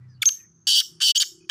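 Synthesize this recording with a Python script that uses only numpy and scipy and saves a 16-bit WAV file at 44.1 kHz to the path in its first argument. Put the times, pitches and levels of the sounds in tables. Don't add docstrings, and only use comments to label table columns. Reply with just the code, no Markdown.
import sys
import numpy as np
from scipy import signal
from scipy.fft import rfft, irfft, next_fast_len
from scipy.io import wavfile
from scipy.ndimage import uniform_filter1d

SR = 44100
rng = np.random.default_rng(int(sys.argv[2]) if len(sys.argv) > 2 else 0)


def magnitude_from_level(level_db):
    exponent = np.asarray(level_db, float) / 20
    return 10 ** exponent


def output_pcm(signal):
    pcm = np.clip(np.atleast_2d(signal).T, -1, 1) * 32767
    wavfile.write(sys.argv[1], SR, np.round(pcm).astype(np.int16))


N = 66150


def rms_one(x):
    return x / np.sqrt(np.mean(x ** 2) + 1e-20)


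def in_time(rows):
    s, *columns = np.transpose(rows)
    t = np.arange(N) / SR
    on = (t >= s[0]) & (t <= s[-1])
    return [on] + [np.interp(t, s, c) for c in columns]


def resonate(x, hz, width_hz):
    r = np.exp(-np.pi * width_hz / SR)
    numerator = [(1 - r * r) / 2, 0, (r * r - 1) / 2]
    denominator = [1, -2 * r * np.cos(2 * np.pi * hz / SR), r * r]
    for _ in range(2):
        x = signal.lfilter(numerator, denominator, x + 1e-18)
    return x


def wobble(rate_hz):
    r = np.exp(-2 * np.pi * rate_hz / SR)
    noise = rng.standard_normal(N + SR)
    return rms_one(signal.lfilter([1], [1, -2 * r, r * r], noise)[SR:])


def tone(rows, overtones_db, rough):
    on, hz, db = in_time(rows)
    phase = 2 * np.pi * np.cumsum(hz) / SR + rough * wobble(400)
    wave = sum(magnitude_from_level(g) * np.sin((k + 1) * phase) for k, g in enumerate(overtones_db))
    return on * np.sqrt(2) * magnitude_from_level(db) * (1 + rough * wobble(430)) * wave


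JITTER, SHIMMER_DB, GATE_SHARPNESS = .05, 1.0, .8


def firing_pulses(rate_hz, rough):
    cycles = np.cumsum(rate_hz * (1 + JITTER * rough * wobble(rate_hz.mean()))) / SR
    cycles = cycles - cycles[int(1.312 * SR)]
    count = np.floor(cycles)
    clicks = np.diff(count, prepend=count[0] - 1) * np.sqrt(SR / rate_hz)
    clicks = clicks * magnitude_from_level(SHIMMER_DB * rng.standard_normal(N))
    gate = np.exp(-GATE_SHARPNESS * (cycles % 1))
    noise = rms_one(gate * rng.standard_normal(N))
    return np.sqrt(1 - rough) * clicks + np.sqrt(rough) * noise


# (time [s], firing rate [Hz], exhaust boom level [dB], boom centre [Hz], pipe level [dB])
ENGINE_TRACK = [(0, 31.8, -46.5, 117.9, -86), (.2, 31.11, -49.5, 115.6, -93), (.26, 31.9, -49, 121.7, -80),
                (.4, 33, -67.5, 137.4, -72), (.65, 33.02, -59.5, 136.9, -77), (.85, 32.81, -72, 151, -63.5),
                (.98, 32.35, -57, 149.7, -64), (1.05, 33.38, -56, 150.8, -63),
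                (1.2, 33.04, -73.5, 150.4, -70), (1.26, 32.59, -65.5, 157, -58),
                (1.5, 33.44, -77, 152, -57)]
ENGINE_ROUGH, BOOM_WIDTH_HZ, PIPE_HZ, PIPE_WIDTH_HZ = .015, 24, 344, 61


def engine():
    _, rate_hz, boom_db, boom_hz, pipe_db = in_time(ENGINE_TRACK)
    source = firing_pulses(rate_hz, ENGINE_ROUGH)
    low, high = boom_hz.min(), boom_hz.max()
    share = (boom_hz - low) / (high - low)
    boom = (1 - share) * resonate(source, low, BOOM_WIDTH_HZ)
    boom = boom + share * resonate(source, high, BOOM_WIDTH_HZ)
    pipe = resonate(source, PIPE_HZ, PIPE_WIDTH_HZ)
    pipe = resonate(pipe, PIPE_HZ, 2 * PIPE_WIDTH_HZ)
    return magnitude_from_level(boom_db) * rms_one(boom) + magnitude_from_level(pipe_db) * rms_one(pipe)


# (time [s], level [dB])
AIR_LEVEL = [(0, -59), (.5, -64), (1.0, -59.5), (1.2, -64), (1.5, -65.5)]
# (frequency [Hz], relative density [dB per Hz])
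AIR_SPECTRUM = [(15, -45), (35, -21), (149, 0.5), (641, -34), (1330, -25), (2050, -34.5), (4030, -33),
                (5000, -31.5), (7310, -38), (16000, -55)]


def air():
    hz, db = np.transpose(AIR_SPECTRUM)
    bins_hz = np.fft.rfftfreq(N, 1 / SR)
    colour = magnitude_from_level(np.interp(np.log(bins_hz + 1), np.log(hz), db))
    noise = rms_one(irfft(rfft(rng.standard_normal(N)) * colour, N))
    _, level_db = in_time(AIR_LEVEL)
    return magnitude_from_level(level_db + 0.46 * wobble(15)) * noise


# (time [s], pitch [Hz], level [dB])
FAR_BIRD_NOTES = [
    [(.08, 5370, -82.5), (.10, 4990, -68), (.14, 4900, -74), (.15, 4520, -64.5), (.18, 4520, -72.5)],
    [(.08, 6430, -89), (.10, 5900, -71.5), (.15, 5920, -79.5)],
    [(.01, 1917, -78.5), (.05, 2000, -70.5), (.08, 1850, -82.5), (.12, 1720, -71), (.155, 1604, -80.5),
     (.2, 1560, -86.5)],
    [(.32, 1808, -79.5), (.39, 1835, -66), (.414, 1900, -66.5), (.436, 1765, -71.5), (.45, 1917, -65),
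     (.49, 1920, -103)],
    [(.385, 2700, -82), (.405, 2500, -60.5), (.42, 2377, -74), (.44, 2500, -88)],
    [(.15, 2950, -88.5), (.18, 2870, -77), (.215, 3000, -82)],
    [(.195, 1355, -82.5), (.21, 1320, -67), (.22, 1350, -84)],
]


def far_birds():
    return sum(tone(rows, [0], rough=.4) for rows in FAR_BIRD_NOTES)


# (frequency [Hz], early level [dB], early t60 [s], late level [dB], late t60 [s])
TREE_ECHO = [(1000, -23, 0.19, -44, 0.74), (2000, -27.5, 0.14, -37.5, 1), (2700, -22, 0.15, -36, 0.81),
             (4000, -21, 0.21, -29.5, 0.27), (4980, -21, 0.096, -32, 1), (5070, -12, 0.22, -28, 1),
             (6520, -17.5, 0.23, -31, 1), (7100, -14, 0.26, -40.5, 0.93), (9070, -26, 0.46, -58.5, .3),
             (11220, -18.5, 0.28, -62, .3), (12600, -5, 0.25, -58.5, 0.28),
             (15230, -15.5, 0.18, -57.5, 0.36)]
ECHO_RISE_S, ECHO_CURVE = .022, 1.52


def trees(x):
    size = next_fast_len(2 * N)
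    t, hz = np.arange(N) / SR, np.fft.rfftfreq(N, 1 / SR)
    centres = np.log([row[0] for row in TREE_ECHO])
    response = 0
    for k, (_, db, t60, late_db, late_t60) in enumerate(TREE_ECHO):
        share = np.interp(np.log(hz + 1), centres, np.arange(len(TREE_ECHO)) == k)
        band = irfft(rfft(rng.standard_normal(N)) * np.sqrt(share), N)
        early = magnitude_from_level(db - 60 * (t / t60) ** ECHO_CURVE) / np.sqrt(t60)
        late = magnitude_from_level(late_db - 60 * t / late_t60) / np.sqrt(late_t60)
        response = response + band * (early + late)
    rise = 1 - np.exp(-(t / ECHO_RISE_S) ** 2)
    response = response * rise * np.sqrt(2 * np.log(1000) / SR)
    return irfft(rfft(x, size) * rfft(response, size), size)[:N]


# (time [s], pitch [Hz], level [dB])
CLUCK_NOTE = [(.217, 3700, -45), (.221, 3520, -13.5), (.2245, 3305, -16), (.226, 2248, -22),
              (.231, 2265, -16), (.233, 1660, -28.5), (.236, 1380, -26.5), (.24, 1250, -42.5)]
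CLUCK_HARMONICS_DB = [-3.5, -12, -21, -17.5, -13.5, -44.5]


def cluck():
    return tone(CLUCK_NOTE, CLUCK_HARMONICS_DB, rough=0.15)


FLUTTER_HZ, FLUTTER_WANDER, FLUTTER_SHAKE_RAD = 1542.6, .022, 0.2
FLUTTER_RISE_S, FLUTTER_DECAY_S = .0002, .0055


def syrinx(rate_hz, rough):
    rate_hz = rate_hz * (1 + JITTER * rough * wobble(150))
    cycles = np.cumsum(rate_hz) / SR
    since_s = cycles % 1 / rate_hz
    chance = rng.standard_normal((int(cycles[-1]) + 1, 2))[cycles.astype(int)]
    flutter_hz = FLUTTER_HZ * (1 + FLUTTER_WANDER * (wobble(23) + rough * chance[:, 0]))
    shake = FLUTTER_SHAKE_RAD * wobble(580)
    phase = 2 * np.pi * flutter_hz * since_s + shake
    slaps = sum(np.cos(k * phase) for k in range(1, 11))
    rise = 1 - np.exp(-since_s / FLUTTER_RISE_S)
    shape = rise * np.exp(-since_s / FLUTTER_DECAY_S) * np.sqrt(1 - cycles % 1)
    breath = np.exp(-GATE_SHARPNESS * (cycles % 1)) * rng.standard_normal(N)
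    rough = np.clip(rough, 0, 1)
    mix = np.sqrt(1 - rough) * rms_one((.5 + slaps) * shape) + np.sqrt(rough) * rms_one(breath)
    return magnitude_from_level(SHIMMER_DB * chance[:, 1]) * mix


# (time [s], level [dB], syrinx pulse rate [Hz],
# low throat resonance re level [dB], roughness [0-1])
HARSH_STRETCHES = [
    [(.223, -43, 404.5, -10, 1), (.226, -30, 415, -15.5, 0.32), (.232, -28, 432, -6.5, 0.4),
     (.242, -60, 388, 0.5, 0.1)],
    [(.253, -50, 418, -104, 0.7), (.257, -15, 391.6, -35.5, 1), (.261, -52.5, 410, 9, 1)],
    [(.286, -54.5, 398.7, -6, 0.8), (.290, -17.5, 402.6, -17.5, 0.34), (.297, -44.5, 413, -4, 0.25)],
    [(.669, -30, 270, -16, .7), (.672, -17.5, 270, -27, .3), (.70, -17.5, 277, -35, .35),
     (.732, -17, 268, -50, .4), (.76, -16.5, 274, -44, .25), (.79, -15, 270, -40, .2),
     (.797, -18, 255, -36, .4), (.805, -16, 238, -32, .35), (.809, -24.5, 212.7, -17, 0.16),
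     (.824, -47, 220, -4, 1)],
    [(1.002, -50, 250, -3, .7), (1.004, -33, 250, -8, .7), (1.011, -31, 252, -8, .6),
     (1.015, -20, 255, -16, .3), (1.03, -17.5, 268, -24, .2), (1.045, -17.5, 277, -33, .2),
     (1.056, -17, 283, -42, .15), (1.075, -16.5, 271, -42, .08), (1.094, -16, 271, -36, .03),
     (1.125, -16.5, 270, -45, .15)],
    [(1.145, -12, 273.3, -11.5, 0.4), (1.165, -17, 268.6, -39, 0.5), (1.178, -17.5, 271.2, -39.5, 0.01),
     (1.182, -30, 260, -39.5, 0.3)],
    [(1.199, -29, 272.7, -20.5, 0.8), (1.202, -19, 274.3, -31.5, 0.55), (1.226, -16.5, 263, -25, 0.46),
     (1.233, -28.5, 265.5, -6.5, 0.55), (1.24, -36, 234, -15, .8), (1.247, -59.5, 250, -17, 0.7)],
    [(1.493, -44, 290, 8.5, 0.9), (1.497, -22.5, 297, -20.5, 0.23), (1.5, -18.5, 269.1, 1, 0)],
]
# (frequency [Hz], width [Hz], relative level [dB], growth [dB per s])
THROAT_RESONANCES = [(3006, 740, 0.5, 3), (3810, 450, -8.5, 8.5), (4590, 565, -2, 7), (5440, 320, -6, 8),
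                     (5820, 250, -13.5, 42), (6510, 610, -9.5, -7), (7550, 500, -11.5, -26),
                     (8706, 850, -19, 7.5), (9594, 600, -16.5, 6), (11285, 930, -20.5, 6),
                     (13900, 1700, -29, 7), (15700, 1100, -22, 12.5)]
# (frequency [Hz], width [Hz], relative level [dB])
LOW_THROAT_RESONANCES = [(1130, 300, -4.5), (1700, 416, -2), (2300, 500, -2.5)]
# (frequency [Hz], width [Hz], level re call [dB])
CHEST_RESONANCES = [(293.3, 39, -44.5), (555, 130, -43.5), (809, 320, -44)]
THROAT_LOW_EDGE_HZ, THROAT_WAVER_DB, EVENING_S = 2922, 2.0, .012


def harsh_calls():
    voice, body = 0, 0
    edge = signal.butter(10, THROAT_LOW_EDGE_HZ, "high", fs=SR, output="sos")
    for rows in HARSH_STRETCHES:
        on, db, rate_hz, low_db, rough = in_time(rows)
        source = syrinx(rate_hz, rough)
        since_s = on * (np.arange(N) / SR - rows[0][0])

        high, low, chest = 0, 0, 0
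        for k, (hz, width_hz, g, growth_db_per_s) in enumerate(THROAT_RESONANCES):
            gain_db = g + growth_db_per_s * since_s + THROAT_WAVER_DB * wobble(22)
            ringing = resonate(source, hz, width_hz) / np.sqrt(width_hz)
            high = high + (-1) ** k * magnitude_from_level(gain_db) * ringing
        high = signal.sosfilt(edge, rms_one(high))
        high = high / np.sqrt(uniform_filter1d(high ** 2, size=int(EVENING_S * SR)) + 1e-12)

        for k, (hz, width_hz, g) in enumerate(LOW_THROAT_RESONANCES):
            low = low + (-1) ** k * magnitude_from_level(g) * resonate(source, hz, width_hz) / np.sqrt(width_hz)
        for hz, width_hz, g in CHEST_RESONANCES:
            chest = chest + magnitude_from_level(g + 4.3 * wobble(18)) * rms_one(resonate(source, hz, width_hz))

        voice = voice + on * magnitude_from_level(db) * (high + magnitude_from_level(low_db) * rms_one(low))
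        body = body + on * magnitude_from_level(db) * (1 - np.clip(rough, 0, 1)) ** 2 * chest
    return voice, body


# (time [s], pitch [Hz], level [dB])
WHISTLE_NOTES = [
    [(.255, 5800, -40), (.257, 5873, -16), (.2598, 6100, -18), (.2612, 6300, -11.5), (.265, 6400, -12.5),
     (.275, 6440, -12), (.284, 6250, -13), (.288, 5980, -18), (.291, 5900, -50)],
    [(1.176, 6250, -34), (1.179, 6330, -15), (1.182, 6480, -15.5), (1.1835, 6720, -21.5),
     (1.19, 6880, -22.5), (1.196, 6900, -27), (1.199, 6800, -22), (1.2006, 6620, -13), (1.2018, 6400, -40)],
]
WHISTLE_HARMONICS_DB = [0, -27]


def whistles():
    return sum(tone(rows, WHISTLE_HARMONICS_DB, rough=.02) for rows in WHISTLE_NOTES)


# (time [s], level [dB])
PIP_PEAKS = [(1.411, -64), (1.429, -62.5), (1.447, -61)]
PIP_HZ, PIP_HALF_S = 2500, 0.0087


def far_pips():
    pips = 0
    for s, db in PIP_PEAKS:
        rows = [(s - PIP_HALF_S, PIP_HZ, db - 17), (s, PIP_HZ, db), (s + PIP_HALF_S, PIP_HZ, db - 19)]
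        pips = pips + tone(rows, [0], rough=.15)
    return pips


def scene():
    far = far_birds() + far_pips()
    voice, chest = harsh_calls()
    voice = voice + cluck() + whistles()
    radiation = signal.butter(5, 1214, "high", fs=SR, output="sos")
    bird = chest + signal.sosfilt(radiation, voice)
    return (engine() + air() + far + bird + trees(bird + far))[None]


# (frequency [Hz], level [dB per bin])
SUPPRESSOR_FLOOR = [(600, -110), (3000, -89.5), (7000, -89), (9000, -93), (16000, -93)]


def suppress(x):
    hz, _, frames = signal.stft(x, SR, nperseg=512)
    power = uniform_filter1d(np.abs(frames) ** 2, size=9, axis=1)
    power = uniform_filter1d(power, size=5, axis=2)
    floor_db = np.interp(hz, *np.transpose(SUPPRESSOR_FLOOR), left=-200)
    floor = magnitude_from_level(floor_db)[:, None] ** 2
    gain = np.maximum(power ** 2 / (power ** 2 + floor ** 2), magnitude_from_level(-7.5))
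    return signal.istft(frames * gain, SR, nperseg=512)[1][:, :N]


def low_pass(x):
    return signal.sosfilt(signal.butter(12, 16450, fs=SR, output="sos"), x)


def record(dry):
    overload_top, overload_skew = 0.8, 0.003
    duck_above_db, duck_db_per_db, release_db_per_s = -42, 0.76, 254.5
    fade_out_s, fade_in_s, fade_length_s, fade_power = 1.112, 1.147, .013, 2.2
    t = np.arange(N) / SR

    dry = overload_top * np.tanh((dry + overload_skew * dry ** 2) / overload_top)

    bass = signal.sosfiltfilt(signal.butter(2, 480, fs=SR, output="sos"), dry)
    level_db = 10 * np.log10(uniform_filter1d(dry[0] ** 2, size=256) + 1e-12)
    held_db = np.maximum.accumulate(level_db + release_db_per_s * t) - release_db_per_s * t
    excess_db = uniform_filter1d(np.maximum(held_db - duck_above_db, 0), size=512)
    ducked = dry - bass + bass * magnitude_from_level(-duck_db_per_db * excess_db)

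    fade_out = 1 - (t - fade_out_s) / fade_length_s
    fade_in = (t - fade_in_s) / fade_length_s
    fade = np.clip(np.maximum(fade_out, fade_in), 0, 1) ** fade_power
    mix = suppress(ducked) * fade

    mix = mix + magnitude_from_level(7) * resonate(mix, hz=15150, width_hz=600)
    mix = signal.sosfilt(signal.cheby2(16, 50, 15800, fs=SR, output="sos"), mix)
    return low_pass(mix)


dry = scene()
out = record(dry)
output_pcm(out)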